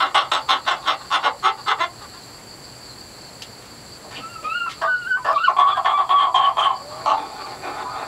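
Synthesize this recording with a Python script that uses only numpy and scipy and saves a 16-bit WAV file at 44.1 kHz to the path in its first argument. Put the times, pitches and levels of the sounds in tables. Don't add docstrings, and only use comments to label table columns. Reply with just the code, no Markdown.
import sys
import numpy as np
from scipy import signal
from scipy.fft import rfft, irfft, next_fast_len
from scipy.io import wavfile
from scipy.ndimage import uniform_filter1d, map_coordinates

SR = 44100
rng = np.random.default_rng(int(sys.argv[2]) if len(sys.argv) > 2 else 0)


def wrap_up_sound(samples):
    columns = np.atleast_2d(samples).T
    tamed = np.clip(columns, -1, 1)
    steps = np.round(tamed * 32767).astype(np.int16)
    wavfile.write(sys.argv[1], SR, steps)


def voltage_ratio(decibels):
    exponent = np.asarray(decibels, float) / 20
    return 10 ** exponent


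N = 355887
T = np.arange(N) / SR


def unit(x):
    return x / np.sqrt(np.mean(np.abs(x) ** 2) + 1e-20)


def ramp(t, length):
    return np.clip(t / length, 0, 1)


def along(points, hz):
    f, v = np.transpose(points)
    return np.interp(np.log(hz + 1), np.log(f + 1), v)


def wobble(rate):
    knots = rng.standard_normal(int(N * rate / SR) + 4)
    return unit(map_coordinates(knots, [T * rate]))


def filtered(x, response):
    m = next_fast_len(N + 8192)
    return irfft(rfft(x, m) * response(np.fft.rfftfreq(m, 1 / SR)), m)[:N]


def resonances(modes):
    def response(f):
        total = 0
        for k, (hz, width, db) in enumerate(modes):
            mode = 1j * f * width / (hz * hz - f * f + 1j * f * width)
            total = total + (-1) ** k * voltage_ratio(db) * mode
        return total
    return response


def latest(rows):
    which = np.clip(np.searchsorted([r[0] for r in rows], T) - 1, 0, None)
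    s, *cols = np.array(rows)[which].T
    return T - s, cols


def calls(tables, edge):
    s, *cols = np.transpose(np.concatenate(tables))
    inside = sum((T >= c[0][0] + edge / 2) & (T < c[-1][0] + edge) for c in tables) > 0
    gate = uniform_filter1d(1. * inside, size=int(edge * SR))
    return [np.interp(T, s, c) for c in cols], gate


def steady(slaps):
    return np.tile(slaps, (N, 1))


def turning(x):
    hz, _, z = signal.stft(x, SR, nperseg=512)
    field = uniform_filter1d(rng.standard_normal(z.shape), size=4, axis=0)
    field = uniform_filter1d(field, size=9, axis=1)
    depth_db = 2.6 + 3.5 * ramp(hz - 4000, 4000)[:, None]
    return signal.istft(z * voltage_ratio(depth_db * unit(field)), nperseg=512)[1][:N]


def rasp(gate, slaps, throat_db, beak_db, throat, beak, breath, top_hz=7000):
    rate, uneven = slaps.T
    jitter = 1 + uneven * np.clip(wobble(300), -1.8, 1.8) / 2
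    drift = 1 + .07 * uneven * wobble(15)
    cycles = np.cumsum(rate * jitter * drift) / SR
    slap_size = voltage_ratio(8 * uneven * np.clip(wobble(400), -2, 1.5))
    slap = np.diff(np.floor(cycles), prepend=0) * slap_size
    air = rng.standard_normal(N) * np.exp(-3 * (cycles % 1))
    source = unit(slap - slap.mean()) + breath * uneven * unit(air)
    out = 0
    for modes, db in ((throat, throat_db), (beak, beak_db)):
        def tract(f):
            slopes = (1j * f / (380 + 1j * f)) ** 3 / (1 + 1j * f / top_hz) ** 2
            return resonances(modes)(f) * slopes
        out = out + filtered(source * gate * voltage_ratio(db), tract) / np.std(filtered(source, tract))
    return turning(out)


def bursts(t, throat_db, beak_db, rise, hold, t60, slaps, throat, beak, breath, top_hz):
    swell = ramp(t, rise) ** 2
    crack = np.clip(0.0041 / rise, 0, .6)
    push = (t > 0) * (crack + (1 - crack) * swell)
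    fade_db = -60 * np.clip(t - rise - hold, 0, None) / t60 - 40 * np.clip(t - rise, 0, hold)
    bright_db = beak_db + 1.2 * fade_db - 150 * rise * (1 - swell)
    return rasp(push, slaps, throat_db + fade_db, bright_db, throat, beak, breath, top_hz)


def partial(hz, db, flutter, rough):
    rough = np.clip(rough, 0, 1)
    keep = np.exp(-np.pi * flutter / SR)
    complex_noise = [1, 1j] @ rng.standard_normal((2, N))
    chaos = unit(signal.lfilter([1], [1, -2 * keep, keep ** 2], complex_noise))
    swing = np.sqrt(1 - rough ** 2) + rough * chaos
    return np.sqrt(2) * voltage_ratio(db) * np.imag(swing * np.exp(2j * np.pi * np.cumsum(hz) / SR))


def syrinx(pitch_hz, partials_db, gate, flutter, rough):
    pitch_hz = pitch_hz * (1 + 0.005075 * wobble(45))
    tone = 0
    for k, db in enumerate(partials_db):
        tone = tone + partial((k + 1) * pitch_hz, db, flutter * (k + 1), rough + 0.2 * k)
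    return gate * tone


def notes(tables, rough, third_db, gain_db=0):
    (pitch_hz, db, octave_db), gate = calls(tables, edge=0.0067)
    partials_db = [db, octave_db, octave_db + third_db]
    return voltage_ratio(gain_db) * syrinx(pitch_hz, partials_db, gate, flutter=72, rough=rough)


# start_s, throat_db, beak_db, rise_s, slaps_per_s
CACKLES = [(-.02, -17, -23.5, 0.0092, 343), (.145, -16.5, -20.5, 0.0044, 346),
           (.3135, -17, -19, 0.0034, 285), (.484, -17, -19.5, 0.01, 302), (.662, -17, -23, 0.016, 354),
           (.857, -18, -22, 0.02, 338), (1.1, -16.5, -21.5, 0.025, 303), (1.229, -16, -25.5, 0.013, 275),
           (1.423, -18, -25, 0.027, 386), (1.658, -19.5, -25, 0.026, 420),
           (1.785, -16.5, -26.5, 0.023, 351)]
CACKLE_UNEVEN = [.36, .36, .38, .36, .26, .3, .32, .27, .22, .22, .06]
CACKLE_FADES = [0.23, 0.23, 0.18, 0.18, 0.2, 0.15, 0.11, 0.12, 0.11, 0.085, 0.07]
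# centre_hz, width_hz, level_db
CACKLE_THROAT = [(299, 88, -9.5), (538, 98, -4), (783, 115, 0.5), (1150, 245, 6.5), (1368, 377, 2.5),
                 (2070, 194, -5.5)]
CACKLE_BEAK = [(2840, 320, 6), (3460, 360, 8), (4100, 420, 1.5), (5350, 410, -6.5), (6520, 490, -12.5),
               (8060, 570, -15.5), (9750, 1400, -25), (13400, 1200, -28)]


def cackles():
    rows = np.column_stack([CACKLES, CACKLE_UNEVEN, CACKLE_FADES])
    t, (throat_db, beak_db, rise, rate, uneven, t60) = latest(rows)
    rate = rate * (1 - .1 * (1 - ramp(t, .045)))
    slaps = np.transpose([rate, uneven])
    return bursts(t, throat_db, beak_db, rise, 0.032, t60, slaps, CACKLE_THROAT, CACKLE_BEAK,
                  breath=.35, top_hz=14000)


# frequency_hz, density_db per Hz
YARD = [(15, -40.5), (25, -2.5), (60, 8.5), (250, 8), (850, 4.5), (1800, -1), (3300, -7), (5000, -9),
        (6200, -9.5), (9000, -12), (11300, -9.5), (12600, -23.5), (15700, -18.5)]
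# time_s, level_db
CRICKETS = [
    (0, -46.5),
    (1.8, -44),
    (2.2, -47.5),
    (8.07, -47),
]
# frequency_hz, level_db
WHINES = [(7558, -59), (7590, -63), (7881, -68), (11488, -69), (15122, -75), (15149, -72)]


def yard():
    def noise(response):
        return unit(filtered(rng.standard_normal(N), response))

    def band(hz, width_hz):
        return noise(lambda f: resonances([(hz, width_hz, 0)])(f) ** 2)

    air = voltage_ratio(-43.0 + 0.045 * wobble(2.2)) * noise(lambda f: voltage_ratio(along(YARD, f)))
    chorus_db = np.interp(T, *np.transpose(CRICKETS))
    crickets = voltage_ratio(chorus_db + 2.3 * wobble(25) + 1.85 * wobble(70)) * band(4580, 340)
    crickets += voltage_ratio(chorus_db - 5 + 3 * wobble(5) + 2.1 * wobble(30)) * band(4300, 450)
    katydids = voltage_ratio(-52.5 + 1.1 * wobble(40)) * band(7460, 800)
    lines = 0
    for hz, db in WHINES:
        level = np.sqrt(2) * voltage_ratio(db + 1.5 * wobble(6))
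        lines = lines + level * np.sin(2 * np.pi * hz * T + .6 * wobble(9))
    hum = voltage_ratio(-53.5) * band(122, 30)
    return air + crickets + katydids + lines + hum + sparrows()


# start_s, level_db, first_hz, last_hz, length_s
CHIRPS = [
    (.07, -51, 4200, 4100, 0.04),
    (1.547, -63, 4260, 4140, 0.056),
    (2.13, -57, 4150, 4000, 0.034),
    (2.21, -44, 4280, 3900, 0.054),
    (2.804, -52, 4250, 4040, .05),
    (2.878, -37, 4390, 4030, 0.073),
    (3.53, -52, 4300, 4040, 0.04),
]


def sparrows():
    t, (db, first_hz, last_hz, length) = latest(CHIRPS)
    u = ramp(t, length)
    return np.sin(np.pi * u) * partial(first_hz + (last_hz - first_hz) * u, db - 4, flutter=200, rough=.7)


# centre_s, length_s, change_db
CATCHES = [(0.314, 0.0036, -9), (0.704, 0.016, -8.5), (1.295, .012, -1), (1.479, 0.013, -2.5),
           (1.699, 0.011, -6), (1.83, 0.0094, -6), (5.426, 0.0088, 1), (5.578, 0.016, -10.5),
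           (6.1, 0.0057, -9), (6.263, .008, -11), (5.348, 0.016, -6), (6.577, 0.0066, -12),
           (6.7, 0.0082, -14)]


def catches():
    return voltage_ratio(sum(db * np.exp(-(2 * (T - s) / length) ** 2) for s, length, db in CATCHES))


# start_s, peak_db, centre_hz, width_hz, t60_s
PECKS = [(2.375, -41, 2200, 600, 0.062), (3.419, -22.5, 3600, 3640, 0.063), (3.62, -40.5, 2800, 3000, .077),
         (3.65, -36, 2800, 2000, 0.043), (4.045, -33.5, 646, 400, 0.13), (4.107, -38.5, 1360, 2980, 0.78),
         (4.178, -30.5, 410, 606, 0.072), (4.425, -37.5, 624, 400, 0.25), (4.424, -42.5, 2500, 2500, 0.66),
         (4.66, -26.5, 1197, 397, 0.16), (5.171, -23, 1150, 496, 0.062), (5.858, -7.5, 1200, 900, 0.033),
         (4.71, -31, 2800, 3870, 0.093)]
# start_s, peak_db, centre_hz, width_hz, t60_s
PUFFS = [(4.153, -23, 2800, 900, 0.13), (4.689, -26, 2840, 2470, 0.15), (4.85, -33, 3670, 300, .1),
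         (5.455, -38, 4100, 300, 0.073), (4.83, -40, 3560, 1200, 0.21), (5.34, -33, 3700, 900, 0.36),
         (5.44, -33, 4300, 900, 0.2), (5.584, -34, 6000, 4990, 0.083), (5.72, -51, 7550, 4000, 0.047),
         (5.86, -51, 7000, 4000, 0.082), (6.11, -51, 7000, 4000, 0.11), (6.344, -32.5, 6530, 3000, 0.12),
         (6.581, -35.5, 6445, 3000, .18), (7.095, -20, 2900, 500, 0.08), (7.137, -25.5, 4100, 800, 0.079)]


def pecks():
    out, t = np.zeros(N), np.arange(SR // 5) / SR
    for rows, rise_s in ((PECKS, 0.002), (PUFFS, 0.0097)):
        for s, db, hz, width_hz, t60 in rows:
            b, a = signal.iirpeak(hz, hz / width_hz, SR)
            grains = rng.standard_normal(len(t)) * rng.exponential(size=len(t))
            grit = unit(signal.lfilter(np.convolve(b, b), np.convolve(a, a), grains))
            envelope = voltage_ratio(db - 60 * t / t60) * (1 - np.exp(-t / rise_s))
            out[round(s * SR):][:len(t)] += envelope * grit
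    return out


# time_s, pitch_hz, tone_db, octave_db
WHISTLES = [
    [(4.2, 1232, -42, -63), (4.23, 1325, -37, -47), (4.264, 1320, -37, -49), (4.28, 1324, -41, -66),
     (4.294, 1393, -41, -48), (4.34, 1390, -39, -47), (4.364, 1292, -33.5, -47), (4.396, 1260, -45, -69),
     (4.41, 1350, -45, -73)],
    [(4.43, 1202, -57, -71), (4.448, 1220, -23, -38), (4.51, 1312, -26, -31), (4.53, 1379, -31, -33),
     (4.558, 1410, -21, -29.5), (4.602, 1416, -30.5, -29), (4.622, 1379, -16.5, -34.5),
     (4.662, 1370, -24.5, -43), (4.68, 1322, -28, -38)],
]


def whistles():
    return notes(WHISTLES, rough=.09, third_db=-16, gain_db=0.5)


# start_s, throat_db, upper_db, hold_s, t60_s
CLUCKS = [
    (4.814, -22.5, -28, 0.028, 0.077),
    (5.244, -19.5, -28, 0.072, 0.092),
    (5.487, -17.5, -59, 0.0083, 0.12),
]
# centre_hz, width_hz, level_db
CLUCK_THROAT = [(654, 215, -2.5), (1150, 158, 2.3)]
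CLUCK_BEAK = [(1707, 81, 16.5), (2800, 1100, -2.5), (4190, 3300, -8.5)]


def single_bursts(rows, rise, slaps, throat, beak, breath, top_hz):
    t, (throat_db, beak_db, hold, t60) = latest(rows)
    return bursts(t, throat_db, beak_db, rise, hold, t60, steady(slaps), throat, beak, breath, top_hz)


def clucks():
    slaps = (310, 0.35)
    return single_bursts(CLUCKS, 0.0029, slaps, CLUCK_THROAT, CLUCK_BEAK, breath=1.55, top_hz=7000)


# start_s, rise_s, level_db, pitch_hz, t60_s
BREAKS = [
    (4.825, 0.033, -11.5, 1212, 0.03),
    (5.18, 0.014, -30, 1005, 0.07),
    (5.74, 0.011, -27.5, 1615, 0.14),
    (7.095, 0.018, -12, 1168, .12),
    (7.84, 0.017, -28.5, 997, 0.16),
]


def breaks():
    t, (rise, db, hz, t60) = latest(BREAKS)
    rough = .2 + .45 * (T > 7) * (T < 7.3)
    tone_db = db - 60 * np.clip(t - rise, 0, None) / t60
    return syrinx(hz, [tone_db], ramp(t, rise) ** 2, flutter=120, rough=rough)


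# time_s, pitch_hz, tone_db, octave_db
PIPES = [
    [(4.87, 1495, -29, -47), (4.885, 1527, -23.5, -55), (4.945, 1474, -22.5, -43), (5.0, 1458, -34, -45),
     (5.058, 1397, -31.5, -45), (5.08, 1560, -23.5, -50), (5.135, 1470, -21.5, -39), (5.17, 1530, -24, -56),
     (5.18, 1540, -56, -55)],
]


def pipes():
    return notes(PIPES, rough=.2, third_db=-16)


# time_s, pitch_hz, tone_db, octave_db
YELP = [
    [(5.25, 1197, -31, -57), (5.31, 1129, -25, -58), (5.335, 1205, -13.5, -42), (5.372, 1141, -15, -42),
     (5.385, 1387, -27.5, -36), (5.415, 1322, -25, -42), (5.45, 1517, -21.5, -25), (5.47, 1336, -20.5, -34),
     (5.482, 1069, -11.5, -46)],
]


def yelp():
    clears, cracks = T > 5.33, T > 5.378
    return notes(YELP, rough=.75 - .6 * clears + .28 * cracks, third_db=-11)


# start_s, held_s, tone_db
SQUAWKS = [
    (5.565, 0.16, -17.5),
    (5.768, 0.015, -21),
    (5.846, .17, -19),
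    (6.091, 0.18, -18.5),
    (6.343, 0.15, -19.5),
    (6.568, 0.14, -18.5),
]
# time_s, pitch_hz
SQUAWK_PITCH = [(5.57, 1090), (5.6, 1150), (5.66, 1118), (5.72, 1195), (5.76, 1170), (5.83, 1040),
                (5.85, 1150), (5.92, 1172), (6.01, 1146), (6.07, 1000), (6.095, 1090), (6.158, 1136),
                (6.25, 1090), (6.33, 1030), (6.35, 1060), (6.41, 1075), (6.45, 1150), (6.5, 1110),
                (6.55, 1000), (6.58, 1085), (6.62, 1230), (6.66, 1130), (6.72, 1050), (6.8, 1000)]
# start_s, length_s, tone_db, clear_share_0_to_1
CLEAR = [
    (5.613, 0.062, 0.5, 0.37),
    (5.709, 0.03, 5.5, 0.9),
    (5.731, 0.0307, -26, 0.96),
    (5.905, 0.038, 0.5, 0.35),
    (5.931, 0.047, 5, 0.97),
    (6.135, .06, 1.5, 0.59),
    (6.44, 0.032, -1, 0.2),
    (6.663, 0.032, 1.5, .5),
]
# time_s, ring_hz, level_db
RING = [
    [(5.564, 3350, -52), (5.568, 3380, -32), (5.604, 3410, -29.5), (5.66, 3354, -49), (5.69, 3460, -29.5),
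     (5.78, 3340, -42), (5.81, 3310, -73), (5.83, 3320, -56)],
    [(5.844, 3330, -41), (5.858, 3340, -29), (5.884, 3340, -34), (5.9, 3302, -30.5), (5.958, 3440, -39.5),
     (6.02, 3287, -39), (6.054, 3247, -66), (6.08, 3260, -58)],
    [(6.09, 3270, -35), (6.106, 3272, -25), (6.152, 3370, -41), (6.162, 3320, -28), (6.18, 3280, -38),
     (6.188, 3220, -27), (6.238, 3220, -30.5), (6.33, 3246, -79)],
    [(6.34, 3242, -48), (6.344, 3230, -34), (6.36, 3218, -23.5), (6.402, 3180, -33), (6.456, 3072, -26),
     (6.504, 3170, -48), (6.56, 3113, -67)],
    [(6.566, 3180, -43), (6.57, 3190, -33), (6.606, 3220, -26), (6.616, 3180, -35), (6.644, 3100, -20.5),
     (6.702, 3073, -39), (6.704, 3050, -36), (6.79, 3094, -68)],
]
# centre_hz, width_hz, level_db
RASP_THROAT = [(709, 226, -3.5), (980, 386, -1.5), (1150, 126, 1)]
RASP_BEAK = [(1630, 230, 13), (2320, 510, 4.5), (3280, 170, 15), (4200, 1200, -7), (5500, 1200, -19),
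             (8300, 3100, -14)]


def squawks():
    t, (held, db) = latest(SQUAWKS)
    rise_s, settle_s = 0.0015, 0.067
    gate = ramp(t, rise_s) ** .5
    fade_db = -60 * np.clip(t - held, 0, None) / 0.11
    clear, clear_db = 0, 0
    for s, length, change_db, share in CLEAR:
        spell = ramp(T - s, 0.013) * ramp(s + length - T, 0.01)
        clear = clear + spell * share
        clear_db = clear_db + spell * change_db
    clear = np.clip(clear, 0, 1)
    rough = .52 + (.06 - .52) * clear
    pitch_hz = np.interp(T, *np.transpose(SQUAWK_PITCH)) + 19 * wobble(25) * (1 - clear)
    tone_db = db + fade_db + clear_db
    octave_db = tone_db - 20 - 40 * rough
    tone = syrinx(pitch_hz, [tone_db, octave_db], gate, flutter=230, rough=rough)

    (ring_hz, ring_db), beak_gate = calls(RING, edge=0.004)
    ring = beak_gate * partial(ring_hz, ring_db + 1.9 + 2 * wobble(90), flutter=250, rough=rough + .3)

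    settled = ramp(t - rise_s, settle_s) * (1 - 0.17 * (1 - ramp(held - t, settle_s)))
    rasp_db = db - 0.5 - 9 * settled + 0.67 * fade_db - 35 * clear ** 2
    slaps = steady((378, .2))
    rasping = rasp(gate, slaps, rasp_db + 1.5, (rasp_db + ring_db) / 2 - 4, RASP_THROAT, RASP_BEAK, breath=1.6)
    return tone + ring + rasping


# start_s, length_s, level_db, first_hz, last_hz
HUMS = [
    (6.76, 0.28, -43, 543, 656),
    (7.122, 0.042, -25.5, 871, 885),
    (7.64, .18, -37, 1160, 1276),
    (7.84, 0.08, -34, 1130, 1260),
    (7.92, 0.2, -32.5, 1240, 1210),
]


def hums():
    t, (length, db, first_hz, last_hz) = latest(HUMS)
    gate = ramp(t, 0.0021) * ramp(length - t, 0.0021)
    rough = .15 + .45 * (first_hz > 800)
    pitch_hz = first_hz + (last_hz - first_hz) * ramp(t, length)
    return syrinx(pitch_hz, [db], gate, flutter=310, rough=rough)


# start_s, length_s, first_db, last_db, upper_over_throat_db
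GROWL = [
    (6.8, 0.35, -46.5, -34, -18),
    (7.17, 0.26, -38.5, -33.5, -11),
    (7.455, 0.201, -34, -35, -10.5),
    (7.64, 0.1926, -33.5, -31.5, -10.5),
    (7.835, 0.14, -37.5, -36.5, -11),
    (7.98, 0.28, -31, -32.5, -11),
]
# centre_hz, width_hz, level_db
GROWL_THROAT = [(288, 49, 3), (503, 410, -5), (821, 68, 6.5), (950, 170, -3), (1210, 303, -2)]
GROWL_BEAK = [(1760, 980, 5.3), (2440, 290, 28.6), (3600, 390, 26.8)]


def growl():
    t, (length, first_db, last_db, upper_db) = latest(GROWL)
    level_db = first_db + (last_db - first_db) * ramp(t, length) + 2.7 * wobble(15)
    gate = ramp(t, 0.0021) * ramp(length - t, 0.0021)
    slaps = steady((205, .38))
    return rasp(gate, slaps, level_db, level_db + upper_db, GROWL_THROAT, GROWL_BEAK, breath=1.3)


# start_s, throat_db, beak_db, hold_s, t60_s
FINAL = [
    (7.057, -16.5, -31, 0.061, 0.15),
]
# centre_hz, width_hz, level_db
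LAST_THROAT = [(718, 180, -3.5), (885, 160, 0.5), (1170, 71, 4)]
LAST_BEAK = [(1670, 300, -18), (2310, 100, 5.5), (2800, 240, 6), (4300, 180, 2.5), (5900, 620, -4)]


def last_cackle():
    slaps = (295, .36)
    return single_bursts(FINAL, 0.002, slaps, LAST_THROAT, LAST_BEAK, breath=1.2, top_hz=4000)


def hens():
    hoarse = cackles() + clucks() + growl() + last_cackle()
    tonal = whistles() + breaks() + pipes() + yelp() + hums()
    return catches() * (hoarse + tonal + squawks())


# centre_hz, width_hz, level_db
BOARDS = [(758.6, 21, -1.5), (874, 36, 5), (1099, 19, -18), (1350, 8.5, -15), (2160, 21, -32)]


def boxed(x):
    return filtered(x, lambda f: 1 + sum(resonances([mode])(f) for mode in BOARDS))


# frequency_hz, t60_s
COOP = [(300, 0.38), (1200, 0.12), (4000, 0.095), (12000, 0.0051)]


def coop(x):
    hz, t, z = signal.stft(rng.standard_normal(SR // 3), SR, nperseg=128)
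    decay = voltage_ratio(-60 * t / along(COOP, hz)[:, None])
    tail = rfft(signal.istft(z * decay, SR, nperseg=128)[1])
    power = np.abs(tail) ** 2
    evenness = np.sqrt(uniform_filter1d(power, size=500) / uniform_filter1d(power, size=40))
    tail = irfft(tail * evenness)
    return signal.fftconvolve(np.pad(x, (90, 0)), tail / np.linalg.norm(tail))[:N]


def ducking(loud, knee_db=-27, depth=.62, release_s=.035):
    k = 1 / (release_s * SR)
    power = signal.lfilter([k], [1, k - 1], loud ** 2)
    return (1 + power / voltage_ratio(knee_db) ** 2) ** (-depth / 2)


def scene():
    near = hens() + pecks()
    near = voltage_ratio(-2.5) * boxed(near) + voltage_ratio(-7.5) * coop(near)
    return (near + ducking(near) * yard())[None]


def roll_off(x):
    return signal.sosfilt(signal.butter(12, 16440, fs=SR, output="sos"), x)


def record(dry):
    ceiling, top_hz = .8, 15720
    held = dry[0] / (1 + np.abs(dry[0] / ceiling) ** 4) ** (1 / 4)
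    mix = filtered(held, lambda hz: hz < top_hz)[None]
    return roll_off(mix)


dry = scene()
out = record(dry)
wrap_up_sound(out)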